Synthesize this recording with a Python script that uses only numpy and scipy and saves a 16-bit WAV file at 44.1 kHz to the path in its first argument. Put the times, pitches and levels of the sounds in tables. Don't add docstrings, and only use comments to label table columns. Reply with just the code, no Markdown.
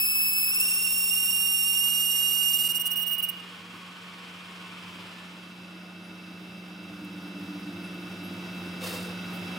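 import sys
import numpy as np
from scipy import signal
from scipy.fft import rfft, irfft, next_fast_len
from scipy.io import wavfile
from scipy.ndimage import uniform_filter1d

SR = 44100
rng = np.random.default_rng(int(sys.argv[2]) if len(sys.argv) > 2 else 0)


def log_audio(samples):
    frames = np.atleast_2d(samples).T
    limited = np.clip(frames, -1, 1)
    pcm = np.round(limited * 32767).astype(np.int16)
    wavfile.write(sys.argv[1], SR, pcm)


N = 422478
T = np.arange(N) / SR
JUMP_S, BREAKTHROUGH_S, CHIP_END_S, CLEAR_S = .587, 2.73, 2.785, 3.306

# f/Hz, relative level/dB
FAN_SPECTRUM = [(50, -40), (200, -14), (400, -4.5), (650, -1.5), (900, -5), (1400, -4.5), (1700, -9),
                (2300, -8.5), (3000, -11.5), (3800, -8.5), (4300, -18.5), (4900, -9.5), (7200, -26),
                (10400, -24), (16000, -38)]
RUMBLE_SPECTRUM = [(25, -48), (50, -19), (75, -20), (100, 1.5), (135, -8), (200, 0), (330, -3), (420, -8),
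                   (700, -34)]
TICK_SPECTRUM = [(3000, -25), (8000, -8), (10500, 2), (15500, 0)]
HISS_SPECTRUM = [(200, -30), (400, -0.5), (1400, -1.5), (2200, -6), (4800, -5), (6500, -9.5), (9000, -9.5),
                 (16000, -12)]
WHIRR_SPECTRUM = [(50, -40), (150, -10), (300, -9.5), (500, -7.5), (760, -6.5), (950, -1.5), (1150, 2),
                  (1550, -3.5), (1950, -5), (2400, -1.5), (3200, -2), (3900, -8.5), (5100, -10.5),
                  (6200, -17.5), (8100, -18), (16000, -31.5)]
RASP_SPECTRUM = [(2000, -26), (3800, -11), (4800, -9.5), (6500, -10.5), (7400, -5), (8800, 2), (9700, 5.5),
                 (10600, 0.5), (12300, -1), (13200, -11), (14500, -22), (15500, -15)]
# f/Hz, width/Hz, relative level/dB
CASING_MODES = [(1473, 105, 5.5), (2640, 106, 5.5), (3850, 260, -7), (4770, 250, -8)]
HISS_MODES = [(495, 31, 12), (1350, 160, -8), (2694, 32, 8), (3710, 90, 0), (4330, 55, -4), (4880, 110, -2),
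              (8820, 70, -5)]
TOOL_POST_MODES = [(9160, 100, 6), (9700, 240, 6)]
LOW_NOTE_MODES = [(4370, 790, -6.5), (9700, 400, 5), (11800, 700, 0)]
# t/s, level/dB
HUM_LEVEL = [(0.0, -54), (0.08, -52.5), (3.71, -51), (6.67, -45.5), (7.15, -45), (9.58, -38)]
# f/Hz, relative level/dB
WHINE_TONES = [(1255, -61), (1433, -60), (2106, -64), (2219, -67), (2316, -60.5), (2663, -51.5),
               (2850, -68), (2905, -67), (3026, -66), (3247, -63.5), (3678, -67), (3918, -62.5),
               (4960, -67.5)]
GEAR_TONES = [(470, -20.5), (942, -21.5), (1098, -16), (1184, -24), (1265, -23.5), (1502, -14),
              (1800, -21.5), (2140, -21), (2300, -18), (2444, -16.5), (2690, -15.5), (3009, -21),
              (3275, -18.5)]
# order, relative level/dB, flutter/dB
DRONE_ORDERS = [(1, -17, 3), (2, -0.5, 1), (2.5, -14, 2), (3, 0, 2), (3.07, -7.5, 3.5), (3.25, -13, 1.5),
                (3.5, -10, 3.5)]
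# order, level/dB
LINGERING_ORDERS = [(1, -58), (3.47, -52.5)]
# centre t/s, half length/s, gain/dB
DRONE_SWELLS = [(7.003, .24, 6), (7.6, 0.5, 11.5), (8.3, 0.087, 8)]
# t/s, f/Hz, level/dB
SQUEAKS = [(6.03, 10600, -62), (7.83, 10500, -58), (8.23, 11400, -53.5)]
# t/s, rate/Hz
SPINDLE_SPEED = [(0, 18.42), (1.2, 18.42), (1.5, 18.68), (4.6, 18.75), (4.9, 17.6), (5.6, 14.5)]
# centre t/s, half length/s, f/Hz, level/dB
SPINDLE_RINGS = [(3.8, .08, 1107, -54), (4.227, .025, 1110, -52), (4.6, .14, 1503, -55),
                 (5.2, 0.12, 1766, -59)]
# t/s, length/s, force/dB, depth of the gap after (0-1)
BITES = [(2.482, 0.043, -0.5, 0.84), (2.526, 0.051, 0.5, .7), (2.581, 0.047, 1, 0.7),
         (2.631, 0.048, 0.5, 0.6), (2.688, 0.036, -1, .9), (2.746, 0.037, -1, 0.5), (2.796, 0.028, 0, 0.7),
         (2.855, 0.025, 1.5, 0.2), (2.905, 0.037, -1, 0), (2.958, 0.031, 1.5, 0), (2.99, 0.051, 0, 0),
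         (3.065, 0.039, 0, .1), (3.109, 0.047, 1.5, .65), (3.182, 0.025, 1, .95), (3.226, 0.027, 4.5, 1),
         (3.287, 0.016, 3.5, 0)]
# t/s, f/Hz, wobble scale/Hz
CHATTER_PITCH = [(0, 2599, 20), (.51, 2602, 20), (.535, 2712, 36), (.56, 2605, 30), (.59, 2726, 32),
                 (.72, 2725, 44), (.83, 2732, 44), (.92, 2754, 17), (1.08, 2752, 15), (1.13, 2778, 27),
                 (1.38, 2792, 24), (1.52, 2798, 6), (1.79, 2803, 14), (1.86, 2829, 15), (2.3, 2831, 8),
                 (2.66, 2843, 11), (2.92, 2866, 11), (3.3, 2876, 11)]
# f/Hz, left level/dB, right level/dB
PORT_LEVEL = [(2600, -30.5, -29.3), (2745, -33.5, -23), (2790, -42, -23.6), (2830, -42, -23.7),
              (2870, -38.5, -24.5)]
# f/Hz, lag/rad
PORT_LAG = [(2600, 2.7), (2820, 3.2), (2865, 4.95), (5200, 6.9), (7800, 6.3), (11400, 6.6), (13000, 8.3),
            (13750, 10.2), (14130, 11.0), (14340, 11.7), (15600, 12.1)]
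# f/Hz, relative level/dB
BAR_RADIATION = [(5200, -1.5), (5500, -3), (5650, -1.5), (5750, -21), (7800, -10), (8250, -7), (8500, 2),
                 (8620, -11.5), (10400, -2), (11000, -5), (11300, 3), (11480, -9), (12750, 5), (13750, 6),
                 (14300, 3), (15600, -4.5)]
SIDEBAND_ORDERS = [(1, 1), (2, -1), (2, 1), (3, -1), (3, 1), (4, -1)]
# level/dB at JUMP_S, level/dB at CHIP_END_S
SIDEBAND_LEVELS = [(-57.5, -56.5), (-62.5, -52), (-56, -70), (-54.5, -47), (-44, -65), (-51, -72)]


def undb(db):
    return 10 ** (np.asarray(db) / 20)


def unit(x):
    return x / np.sqrt(np.mean(x ** 2))


def ramp(middle_s, length_s):
    return np.clip((T - middle_s) / length_s + .5, 0, 1)


def swell(centre_s, half_s):
    return np.exp(-((T - centre_s) / half_s) ** 2)


def since(start_s):
    return np.maximum(T - start_s, 0)


def curves(table):
    times_s, *columns = np.transpose(table)
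    return [np.interp(T, times_s, column) for column in columns]


def colour(spectrum, hz):
    points_hz, db = np.transpose(spectrum)
    return undb(np.interp(np.log(hz + 1), np.log(points_hz), db))


def walk(rate_hz):
    k = max(int(SR / rate_hz), 2)
    steps = np.repeat(rng.standard_normal(N // k + 1), k)
    return 1.308 * uniform_filter1d(uniform_filter1d(steps, k), k)[:N]


def angle(hz):
    return 2 * np.pi * np.cumsum(hz) / SR


def noise(spectrum=None, modes=None, side_db=-12):
    size = next_fast_len(N)
    hz = np.arange(size // 2 + 1) * SR / size
    if modes is None:
        gain = colour(spectrum, hz)
    else:
        gain = np.sqrt(sum((undb(db) / (1 + 2 * ((hz - f) / width) ** 2)) ** 2 for f, width, db in modes))
    spread = undb(side_db) * colour([(200, -13.5), (700, -6), (3000, 7.5), (7000, -15.5)], hz)
    mid, side = rfft(rng.standard_normal((2, size)))
    stereo = mid + np.array([[1], [-1]]) * spread * side
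    return unit(irfft(gain * stereo, size)[:, :N])


def tones(rows, speed, stray_hz, flutter_db, flutter_hz=18):
    out = np.zeros((2, N))
    for hz, db in rows:
        phase = angle(hz * speed + stray_hz * walk(30))
        lag_rad = min(hz / 2500, .6) * rng.standard_normal()
        out += np.sqrt(2) * undb(db + flutter_db * walk(flutter_hz)) * np.sin([phase, phase + lag_rad])
    return out


def workshop(x, t60_s=.8, treble_t60_s=.29, split_hz=5000):
    t = np.arange(SR // 2) / SR
    scatter = rng.standard_normal((2, len(t))) * (t > .003)
    low = signal.sosfilt(signal.butter(2, split_hz, fs=SR, output="sos"), scatter)
    tail = low * undb(-60 * t / t60_s) + (scatter - low) * undb(-60 * t / treble_t60_s)
    tail /= np.sqrt(np.sum(tail ** 2, axis=1, keepdims=True))
    return signal.fftconvolve(x[None], tail, axes=1)[:, :N]


def motor(hum_hz=179.8, shaft_hz=22.27, throb_db=2):
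    hum_db, = curves(HUM_LEVEL)
    shade = 1 - ramp(4.85, 1.6)
    hum = tones([(hum_hz, 0)], 1, stray_hz=.35, flutter_db=.5)
    fan_gain = undb(-3.5 - 4.5 * shade + .52 * walk(14))
    air = undb(-.5) * noise(FAN_SPECTRUM, side_db=-5.5)
    casing = undb(-8) * noise(modes=CASING_MODES, side_db=-14)
    throb = undb(throb_db * np.sin(angle(shaft_hz + 2 * walk(10))))
    whine = undb(42 - 7 * shade) * tones(WHINE_TONES, 1, stray_hz=5, flutter_db=2.2, flutter_hz=110)
    rumble = undb(-6.5 + 1.4 * walk(9.9)) * noise(RUMBLE_SPECTRUM, side_db=-6)
    return undb(hum_db) * (hum + fan_gain * (air + casing) + throb * whine + rumble)


def drone(start_hz=106, end_hz=97.8, rise_db_per_s=6.5, risen_s=6.26):
    hz = start_hz + (end_hz - start_hz) * ramp(6.68, 1.09)
    swells_db = sum(db * swell(centre_s, half_s) for centre_s, half_s, db in DRONE_SWELLS)
    level_db = -55.5 - rise_db_per_s * np.maximum(risen_s - T, 0) + swells_db
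    orders = sum(tones([(order, db)], hz, stray_hz=1.794, flutter_db=flutter_db, flutter_hz=40)
                 for order, db, flutter_db in DRONE_ORDERS)
    lingering = ramp(7.77, .93) * tones(LINGERING_ORDERS, hz, stray_hz=2.86, flutter_db=1)
    return undb(level_db) * orders + lingering


def bump():
    return undb(-50) * swell(3.76, .055) * noise(RUMBLE_SPECTRUM)


def rattle(ticks_per_s=42, decay_s=.003, scatter_db=4):
    hits = (rng.random(N) < ticks_per_s / SR) * undb(scatter_db * rng.standard_normal(N))
    ticks = unit(signal.lfilter([1], [1, -np.exp(-1 / (decay_s * SR))], hits))
    return undb(-68.5) * swell(7.8, 1.1) * ticks * noise(TICK_SPECTRUM)


def squeaks(rise_s=.015, t60_s=.22, stray_hz=110):
    scratch = angle(stray_hz * walk(1500))
    out = 0
    for start_s, hz, db in SQUEAKS:
        envelope = np.minimum(since(start_s) / rise_s, 1) * undb(db - 60 * since(start_s + rise_s) / t60_s)
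        out += np.sqrt(2) * envelope * np.sin(2 * np.pi * hz * T + scratch)
    return out


def hiss(start_s=8.803, rise_s=.037, hold_s=.052, fade_s=.31, grit_db=1.5):
    rise = np.minimum(since(start_s) / rise_s, 1)
    fade = np.maximum(1 - since(start_s + rise_s + hold_s) / fade_s, 0)
    air = fade ** 1.7 * undb(grit_db * walk(220)) * noise(HISS_SPECTRUM, side_db=-8)
    ring = fade * undb(-3) * noise(modes=HISS_MODES)
    puff = undb(-52) * swell(9.35, .03) * noise(TICK_SPECTRUM)
    return undb(-37) * rise * (air + ring) + puff


def spindle(turn_rad, speed, peak_s=4.77, fade_10db_s=.91, drive_off_s=4.65):
    level_db = -45 - .83 * np.maximum(peak_s - T, 0) - 10 * (since(peak_s) / fade_10db_s) ** 2
    air = noise(WHIRR_SPECTRUM, side_db=-7.5) * undb(np.cos(turn_rad) + .5 * walk(10))
    gears = undb(-12 * since(drive_off_s)) * tones(GEAR_TONES, speed, stray_hz=7.14, flutter_db=3)
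    return undb(level_db) * (air + gears)


def spindle_rings():
    return sum(swell(centre_s, half_s) * tones([(hz, db)], 1, stray_hz=14, flutter_db=2.5)
               for centre_s, half_s, hz, db in SPINDLE_RINGS)


def load(turn_rad, spot_turns=.19, width_turns=.1915):
    offset_turns = (turn_rad / (2 * np.pi) - spot_turns + .5) % 1 - .5
    spot = np.exp(-(offset_turns / width_turns) ** 2) * (1 + .309 * walk(18))
    return unit(spot - spot.mean())


def contact(edge_s=.0048, gap_delay_s=.0068, gap_half_s=.0038):
    grip, gate = 1 - ramp(BITES[0][0], edge_s), 1
    for start_s, length_s, db, depth in BITES:
        end_s = start_s + length_s
        grip += undb(db) * (ramp(start_s, edge_s) - ramp(end_s, edge_s))
        gate *= 1 - depth * swell(end_s + gap_delay_s, gap_half_s)
    return grip, gate


def rough_state():
    return ramp(JUMP_S, .014) + swell(.544, .014)


def release_db(fall_db_per_s=123, graze_s=3.402):
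    return -5 * ramp(CLEAR_S, .011) - fall_db_per_s * since(CLEAR_S) + 8 * swell(graze_s, .012)


def rasp_top(grip, fall_db_per_s=10):
    gain = undb(-42 - fall_db_per_s * T) + undb(-46) * ramp(CHIP_END_S, .02)
    touch = .89 * grip + .2 * (1 - ramp(CLEAR_S, .02))
    return touch * gain * noise(modes=[(14900, 1200, 0)])


def chip_rasp(grip, last_chip_s=2.872):
    rough = rough_state()
    thin = ramp(CHIP_END_S, .12) - swell(last_chip_s, .025)
    level_db = -49 + 14.5 * rough - 14 * thin + release_db()
    shear = noise(RASP_SPECTRUM, side_db=-20) * undb(2 * walk(900))
    post = undb(-7) * noise(modes=TOOL_POST_MODES, side_db=-15)
    low_note_ring = undb(-44.5) * (1 - rough) * noise(modes=LOW_NOTE_MODES)
    return (shear + post) * undb(level_db) * (.24 + .54 * grip) + low_note_ring


def sidebands(phase, segment_hz=922, rise_hz_per_s=58, stray_hz=22, flutter_db=3):
    segment_phase = angle(segment_hz + rise_hz_per_s * since(JUMP_S) + stray_hz * walk(200))
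    out = 0
    for (order, side), ends_db in zip(SIDEBAND_ORDERS, SIDEBAND_LEVELS):
        level_db = np.interp(T, [JUMP_S, CHIP_END_S], ends_db) + flutter_db * walk(120)
        out += np.sqrt(2) * undb(level_db) * np.sin(order * phase + side * segment_phase)
    return out * rough_state() * (1 - ramp(CHIP_END_S, .022))


def edge_ring():
    return undb(-54) * noise(modes=[(9880, 180, 0)])


def port_lag(hz):
    return np.interp(hz, *np.transpose(PORT_LAG))


def bar_overtones(phase, hz, ease, grip, top_order=6):
    level_db = -22 - 1.5 * T - 11.5 * since(BREAKTHROUGH_S) + release_db()
    gains = [colour(BAR_RADIATION, order * hz) for order in range(2, top_order + 1)]
    drive = undb(level_db - 1.4 * ease) / np.sqrt(sum(gain ** 2 for gain in gains))
    rub = .08 + .92 * grip
    out = 0
    for order, gain in enumerate(gains, 2):
        envelope = (1 + .065 * order * walk(300)) * rub ** (order / 5)
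        out += drive * gain * envelope * np.sin([order * phase, order * phase - port_lag(order * hz)])
    return out


def bar_fundamental(phase, centre_hz, wobble_hz, ease, echo_s=.004762, load_dip_db=1):
    pitch_hz, *ports_db = np.transpose(PORT_LEVEL)
    fade_db = release_db() - 2 * since(BREAKTHROUGH_S)
    left_db, right_db = (np.interp(centre_hz, pitch_hz, db) + fade_db for db in ports_db)
    rough = rough_state()
    left_gain = undb(left_db + 1 + (1 + 2.5 * rough) * walk(130))
    left = left_gain * np.sin(phase + (.2 + .7 * rough) * walk(90))
    right = undb(right_db + .45 * walk(90)) * np.sin(phase - port_lag(centre_hz))
    right -= .52 * np.interp(T - echo_s, T, right, left=0)
    dip_db = load_dip_db * ease * (T < BITES[0][0])
    flutter_db = walk(130) + .04 * wobble_hz * walk(300)
    return undb(dip_db + flutter_db) * np.array([left, right])


def boring(turn_rad, room_db=-19):
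    centre_hz, wobble_hz = curves(CHATTER_PITCH)
    grip, gate = contact()
    ease = -.75 * load(turn_rad) + .22 * walk(45)
    hz = centre_hz + wobble_hz * (ease + .45 * walk(400)) + 7 * walk(160) + 7 * walk(1500)
    phase = angle(hz)
    sustain = gate * (.58 + .42 * grip)
    squeal = sustain * bar_fundamental(phase, centre_hz, wobble_hz, ease)
    squeal += bar_overtones(phase, hz, ease, grip)
    rasp = chip_rasp(grip) + grip * (sidebands(phase) + edge_ring())
    return squeal + rasp + rasp_top(grip) + undb(room_db) * workshop(squeal[0] + squeal[1] + rasp[0])


def pan(left_minus_right_db):
    return undb(np.array([[.5], [-.5]]) * left_minus_right_db)


def scene():
    rate_hz, = curves(SPINDLE_SPEED)
    turn_rad = angle(rate_hz)
    machine = (motor() + drone()) * pan(-.9)
    machine += spindle(turn_rad, rate_hz / rate_hz.max()) * pan(-.5)
    return machine + boring(turn_rad) + spindle_rings() + bump() + hiss() + squeaks() + rattle()


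def record(dry, cutoff_hz=15800):
    return signal.sosfilt(signal.ellip(10, .2, 80, cutoff_hz, fs=SR, output="sos"), dry)


dry = scene()
out = record(dry)
log_audio(out)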